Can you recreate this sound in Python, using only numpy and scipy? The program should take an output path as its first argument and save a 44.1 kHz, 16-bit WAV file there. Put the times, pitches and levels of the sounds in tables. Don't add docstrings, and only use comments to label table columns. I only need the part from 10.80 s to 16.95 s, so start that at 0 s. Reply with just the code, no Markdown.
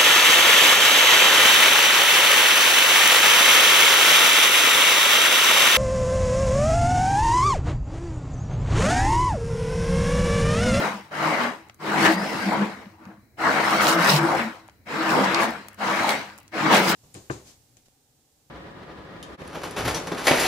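import sys
import numpy as np
from scipy import signal
from scipy.fft import rfft, irfft, next_fast_len
from scipy.io import wavfile
from scipy.ndimage import uniform_filter1d, map_coordinates

SR = 44100
rng = np.random.default_rng(int(sys.argv[2]) if len(sys.argv) > 2 else 0)


def wav_out(sig):
    wavfile.write(sys.argv[1], SR, np.round(np.clip(np.atleast_2d(sig).T, -1, 1) * 32767).astype(np.int16))


N = 271203
SQUEAK_FROM_S, SQUEAK_TO_S = 1.335, 1.75


def amp(db):
    return 10 ** (np.asarray(db) / 20)


def unit(x):
    return x / np.sqrt(np.mean(x ** 2) + 1e-20)


def along(points, hz):
    f, v = np.transpose(points)
    return np.interp(np.log(hz + 1), np.log(f + 1), v)


def wobble(rate, count=N):
    knots = rng.standard_normal(int(count * rate / SR) + 4)
    return map_coordinates(knots, [np.arange(count) * rate / SR])


def hump(start, end, power, count=N):
    out, n = np.zeros(count), np.arange(max(round(start * SR), 0), min(round(end * SR), count))
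    out[n] = np.abs(np.sin(np.pi * (n / SR - start) / (end - start))) ** power
    return out


def filtered(x, response):
    m = next_fast_len(N + SR // 2)
    return irfft(rfft(x, m) * response(np.fft.rfftfreq(m, 1 / SR)), m)[..., :N]


def kitchen():
    # f/Hz, relative level/dB
    spectrum = [(15, -53.5), (25, -41.5), (55, -22), (99, -10.5), (122, -15.5), (160, -31), (221, -23),
                (1150, -41), (2020, -36.5), (2350, -37), (2700, -51.5), (3650, -56), (3980, -37.5),
                (4350, -47), (15600, -49.5)]
    air = filtered(rng.standard_normal((2, N)), lambda hz: amp(along(spectrum, hz)))
    return amp(-58.5 + 1.5 * wobble(14)) * unit(air)


def ticks():
    # t/s, peak level/dB, f/Hz, level of the duller part re the crack/dB
    cracks = [(.8854, -50, 7400, -3), (.8966, -41, 4500, 6), (.9445, -39, 8500, -20),
              (2.0572, -48, 5400, 8), (2.253, -43, 4800, 2), (3.8796, -43, 8100, -8), (3.886, -38, 900, -6),
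              (3.8964, -47, 4900, 2), (4.307, -19, 4000, -10), (4.443, -19, 4000, -6),
              (4.7067, -33, 12000, -8), (4.8842, -29, 8700, -3), (4.931, -44, 11000, -20),
              (4.9445, -38, 9000, -8), (5.4995, -46, 5300, 10), (5.5785, -36, 8800, -8),
              (5.585, -35, 8000, -6), (5.601, -44, 9000, -15), (5.63, -45, 13000, -25),
              (5.679, -41, 6000, -10), (4.5455, -8, 3800, -12), (4.633, -22, 9500, 7),
              (5.2915, -10, 3600, -8), (5.2925, -19, 11000, -20), (5.305, -21, 10000, -10)]
    out, t = np.zeros((2, N + SR)), np.arange(SR // 12) / SR
    envelope = amp(-60 * t / .009) * (1 - np.exp(-t / .0004)) + amp(-24 - 60 * t / .12)

    def band(hz, relative_width):
        peak = signal.iirpeak(hz, 1 / relative_width, SR)
        burst = envelope * rng.standard_normal((2, len(t)))
        x = signal.lfilter(*peak, signal.lfilter(*peak, burst))
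        return x / np.abs(x).max()
    for s, db, hz, dull_db in cracks:
        tick = band(hz, .9) + amp(dull_db) * (band(2300, .73) + .7 * band(1100, .8))
        out[:, round(s * SR):][:, :len(t)] += amp(db) * tick
    return out[:, :N]


def bumps():
    # t/s, relative level/dB
    knocks = [(2.064, -28.5), (2.266, -27.5), (2.287, -30.5), (2.376, -40)]
    out, t = np.zeros(N + SR), np.arange(SR // 10) / SR
    ring = amp(2 - 60 * t / .071) * (1 - np.exp(-t / .0049)) * np.sin(2 * np.pi * 205 * t)
    for s, db in knocks:
        out[round(s * SR):][:len(t)] += amp(db) * ring
    return out[:N]


def squeak():
    crest_s, crest_hz, climb_hz_s2, drop_hz_s2 = 1.55, 5250, 15000, 32000
    t = np.arange(N) / SR
    hz = crest_hz - np.where(t < crest_s, climb_hz_s2, drop_hz_s2) * np.clip(t - crest_s, -.3, .3) ** 2
    phase = 2 * np.pi * np.cumsum(hz * (1 + .006 * wobble(100))) / SR
    fundamental_db = -36 - 28 * np.clip(t - SQUEAK_FROM_S, 0, 1)
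    tone = amp(fundamental_db) * np.sin(phase) + amp(-59) * np.sin(2 * phase)
    return hump(SQUEAK_FROM_S, SQUEAK_TO_S, .27) * amp(2 * wobble(45)) * tone


def low_mode(hz, width_hz, purity, count=N):
    phase = 2 * np.pi * hz * np.arange(count) / SR
    in_phase, quadrature = purity + wobble(width_hz, count), wobble(width_hz, count)
    return unit(in_phase * np.cos(phase) + quadrature * np.sin(phase))


def boom(drag_db, deep_db):
    # f/Hz, bandwidth/Hz, level re the drive/dB
    pot_modes = [(152.4, 22, -18.5), (204, 35, -13), (323.8, 28, -11.5)]
    # start t/s, end t/s, f/Hz, level/dB
    booms = [(0, .23, 205, -35.5), (0.382, .52, 152, -38), (0.428, .56, 305, -34.5), (.56, .73, 240, -32.5),
             (1.09, 1.3, 152, -46), (1.178, 1.37, 325, -20.5), (1.313, 1.46, 195, -28.5),
             (1.592, 1.74, 198, -26.5), (1.738, 1.89, 205, -23), (2.7, 2.9, 157, -38),
             (3.016, 3.26, 325, -27.5), (3.092, 3.26, 165, -30.5), (3.259, 3.46, 150, -23.5),
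             (3.282, 3.37, 200, -25), (3.325, 3.6, 335, -24), (3.547, 3.72, 225, -31),
             (4.152, 4.35, 320, -27.5), (4.3, 4.46, 155, -42), (4.355, 4.6, 195, -29.5),
             (4.42, 4.73, 335, -31), (4.631, 4.75, 235, -34.5), (5.28, 5.4, 210, -40.5),
             (5.808, 5.9, 152, -41), (5.807, 5.96, 310, -29.5), (5.95, 6.2, 190, -28.5),
             (5.966, 6.14, 345, -24.5)]
    faint_lift_db = .3 * np.maximum(-28 - drag_db, 0)
    drive = amp(drag_db + deep_db + faint_lift_db)
    out = drive * sum(amp(db + 3.05 * wobble(6)) * low_mode(hz, width_hz, purity=.68)
                      for hz, width_hz, db in pot_modes)
    count = SR // 3
    for start, end, hz, db in booms:
        tone = low_mode(hz, width_hz=32, purity=.7, count=count)
        swell = amp(db) * hump(0, end - start, .84, count) * tone
        span = out[round(start * SR):][:count]
        span += swell[:len(span)]
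    return out


def steel_gain(f):
    # f/Hz, bandwidth/Hz, level re the flat response/dB
    upper_modes = [(1010, 500, -11), (2247, 21, -1.5), (3790, 70, 1.5)]
    resonances = sum((-1) ** k * amp(db) * 1j * f * width / (hz * hz - f * f + 1j * f * width)
                     for k, (hz, width, db) in enumerate(upper_modes))
    return np.abs(1 + 1j * resonances)


def rasp(force):
    # f/Hz, relative level/dB
    spectrum = [(1650, -27), (2800, -1.5), (3400, -4), (4100, -5.5), (5200, -6.5), (6680, -10.5),
                (8850, -11), (11300, -17), (15600, -21)]
    return unit(filtered(force, lambda hz: amp(along(spectrum, hz)) * steel_gain(hz)))


def grit():
    # start t/s, end t/s, level/dB
    bursts = [(1.174, 1.365, -31.5), (2.816, 3.028, -34.5), (3.003, 3.168, -24.5), (3.169, 3.262, -31.5),
              (3.241, 3.397, -23), (4.283, 4.355, -36), (4.43, 4.464, -39), (4.595, 4.662, -34),
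              (5.252, 5.348, -34.5), (5.908, 6.006, -24), (5.987, 6.101, -30), (6.071, 6.136, -26)]
    snaps_per_s, spread_db = 75, 11
    noise = signal.stft(rng.standard_normal((2, N)), nperseg=128)[2]
    shape = (4, noise.shape[2])
    snap_db = (rng.random(shape) < snaps_per_s * 64 / SR) * rng.uniform(0, spread_db, shape)
    gain = amp(np.repeat(snap_db, 17, axis=0)[:65])
    crackle = signal.istft(noise * gain, nperseg=128)[1][:, :N]
    pressure = sum(amp(db) * hump(start, end, .65) for start, end, db in bursts)
    return pressure * amp(1.2 * wobble(45)) * rasp(crackle)


def friction(lump_db, grain_db, grain_hz):
    return amp(lump_db * wobble(35) + grain_db * wobble(grain_hz)) * rng.standard_normal((2, N))


def hiss(drag_db, hiss_db):
    skim_db = 7 * hump(SQUEAK_FROM_S, SQUEAK_TO_S, .42)
    noise = rasp(friction(lump_db=0, grain_db=1.5, grain_hz=470))
    return filtered(amp(.79 * drag_db + hiss_db + skim_db) * noise, lambda hz: 1 / np.hypot(1, hz / 14000))


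def scrape(drag_db, bright_db, deep_db):
    # f/Hz, relative level/dB
    spectrum = [(53, -54), (90, -19.5), (150, -15.5), (206, -8.5), (272, -2.5), (313, -11), (415, -6),
                (932, -1), (1050, -4.5), (2130, -5), (3360, -14.5), (6000, -26), (7800, -32), (13200, -120)]
    crossover_hz, deep_hz = 1600, 560
    force = friction(lump_db=1, grain_db=.5, grain_hz=287.6)
    steel = lambda hz: amp(along(spectrum, hz)) * steel_gain(hz)
    highpass = lambda hz: 1 / (1 + (crossover_hz / (hz + 1)) ** 6)
    dull = unit(filtered(force, lambda hz: steel(hz) * (1 - highpass(hz))))
    dull += (amp(deep_db) - 1) * filtered(dull, lambda hz: 1 / (1 + (hz / deep_hz) ** 6))
    bright = unit(filtered(force, lambda hz: steel(hz) * highpass(hz)))
    return amp(drag_db) * (amp(1.34) * dull + amp(bright_db - 1.3) * bright)


def stroke_levels():
    # start t/s, lift-off t/s, first level/dB, lift-off level/dB, decay/(dB/s),
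    # brightness/dB, depth/dB, hiss/dB
    strokes = [(-.2, 0.054, -16, -25.5, 131, -6, -0.5, -17.5),
               (0.297, 0.643, -26, -24.5, 151, -7.5, -3, -20.5),
               (0.983, 1.289, -31.5, -19.5, 220, -3, 2.5, -17.5),
               (1.227, 1.823, -33, -29.5, 92, -6.5, 3, -21.5),
               (2.152, 2.334, -44.5, -54.5, 172, -13.5, 0.5, -26),
               (2.567, 3.606, -20.5, -24.5, 136, -7.5, -3, -20), (4.05, 4.626, -30, -25, 115, -2.5, 0, -18),
               (4.967, 5.318, -26, -22.5, 128.5, -5.5, -4.5, -17.5),
               (5.712, 6.3, -25, -25.5, 128, -2, 2.5, -19)]
    # middle t/s, duration/s, drag gain/dB, brightness gain/dB
    surges = [(0.475, .12, 4, -2.5), (1.26, 0.029, 4.5, 1.5), (1.73, 0.04, 5, -14), (3.062, 0.16, 2, -2.5),
              (3.277, 0.22, 2, 3), (3.49, 0.22, 2, -12.5), (4.351, 0.29, 5.5, -8), (5.948, 0.15, 5.5, 2.5)]
    touch_s, rise_s, rise_db = .022, .036, 30.5
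    t = np.arange(N) / SR
    levels = []
    for start, lift, first_db, lift_db, decay, *_ in strokes:
        touch_db = 20 * np.log10(np.clip((t - start) / touch_s, 1e-5, 1))
        attack_db = touch_db - rise_db * np.exp(-np.abs(t - start) / rise_s)
        held_db = np.interp(t, [start, lift], [first_db, lift_db])
        levels.append(attack_db + held_db - decay * np.maximum(t - lift, 0))
    drag_db, loudest = np.max(levels, axis=0), np.argmax(levels, axis=0)
    bright_db, deep_db, hiss_db = uniform_filter1d(np.array(strokes)[loudest, 5:].T, size=2000)
    bright_db += .2139 * np.clip(-41.5 - drag_db, 0, 40)
    swells = np.array([hump(s - length / 2, s + length / 2, 1.4) for s, length, *_ in surges])
    gain_db, shine_db = np.array(surges)[:, 2:].T @ swells
    return drag_db + gain_db, bright_db + shine_db, deep_db, hiss_db


def moving(pair, patchy_db, phase_rad, share):
    def patches(bins, frames):
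        rough = rng.standard_normal((257, N // 256 + 2))
        return unit(uniform_filter1d(uniform_filter1d(rough, bins, 0), frames, 1))
    first, second = signal.stft(pair, nperseg=512)[2]
    shifted = first * np.exp(1j * phase_rad * patches(6, 30))
    second = np.sqrt(share) * shifted + np.sqrt(1 - share) * second
    gain = amp(patchy_db * patches(4, 12))
    return signal.istft(np.array([first, second]) * gain, nperseg=512)[1][:, :N]


def microphones(pair):
    # f/Hz, coherence
    coherence = [(60, 0.9), (130, 0.94), (290, 0.56), (640, 0.84), (1410, 0.14), (3100, 0.054),
                 (6820, 0.054), (15000, 0.036)]
    # f/Hz, left minus right level/dB
    balance = [(60, 0.5), (110, -1), (200, -3), (380, -2), (700, 2.0), (1290, 3), (2380, 7), (4400, -5.5),
               (8120, -4), (15000, 14.5)]
    angle = lambda hz: np.arccos(np.clip(along(coherence, hz), -1, 1)) / 2
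    mid, side = filtered(pair, lambda hz: np.array([np.cos(angle(hz)), np.sin(angle(hz))]))
    left_right = np.array([mid + side, mid - side])
    return filtered(left_right, lambda hz: amp(np.outer([.5, -.5], along(balance, hz))))


def scene():
    drag_db, bright_db, deep_db, hiss_db = stroke_levels()
    tones = boom(drag_db, deep_db) + squeak() + bumps()
    rubbing = scrape(drag_db, bright_db, deep_db) + hiss(drag_db, hiss_db) + grit()
    rubbing = moving(rubbing, patchy_db=2.24, phase_rad=1.57 * np.pi, share=.37)
    return microphones(rubbing + ticks() + kitchen() + tones * [[1], [.6]])


def record(dry):
    return filtered(dry, lambda hz: hz < 15760)


dry = scene()
out = record(dry)
wav_out(out)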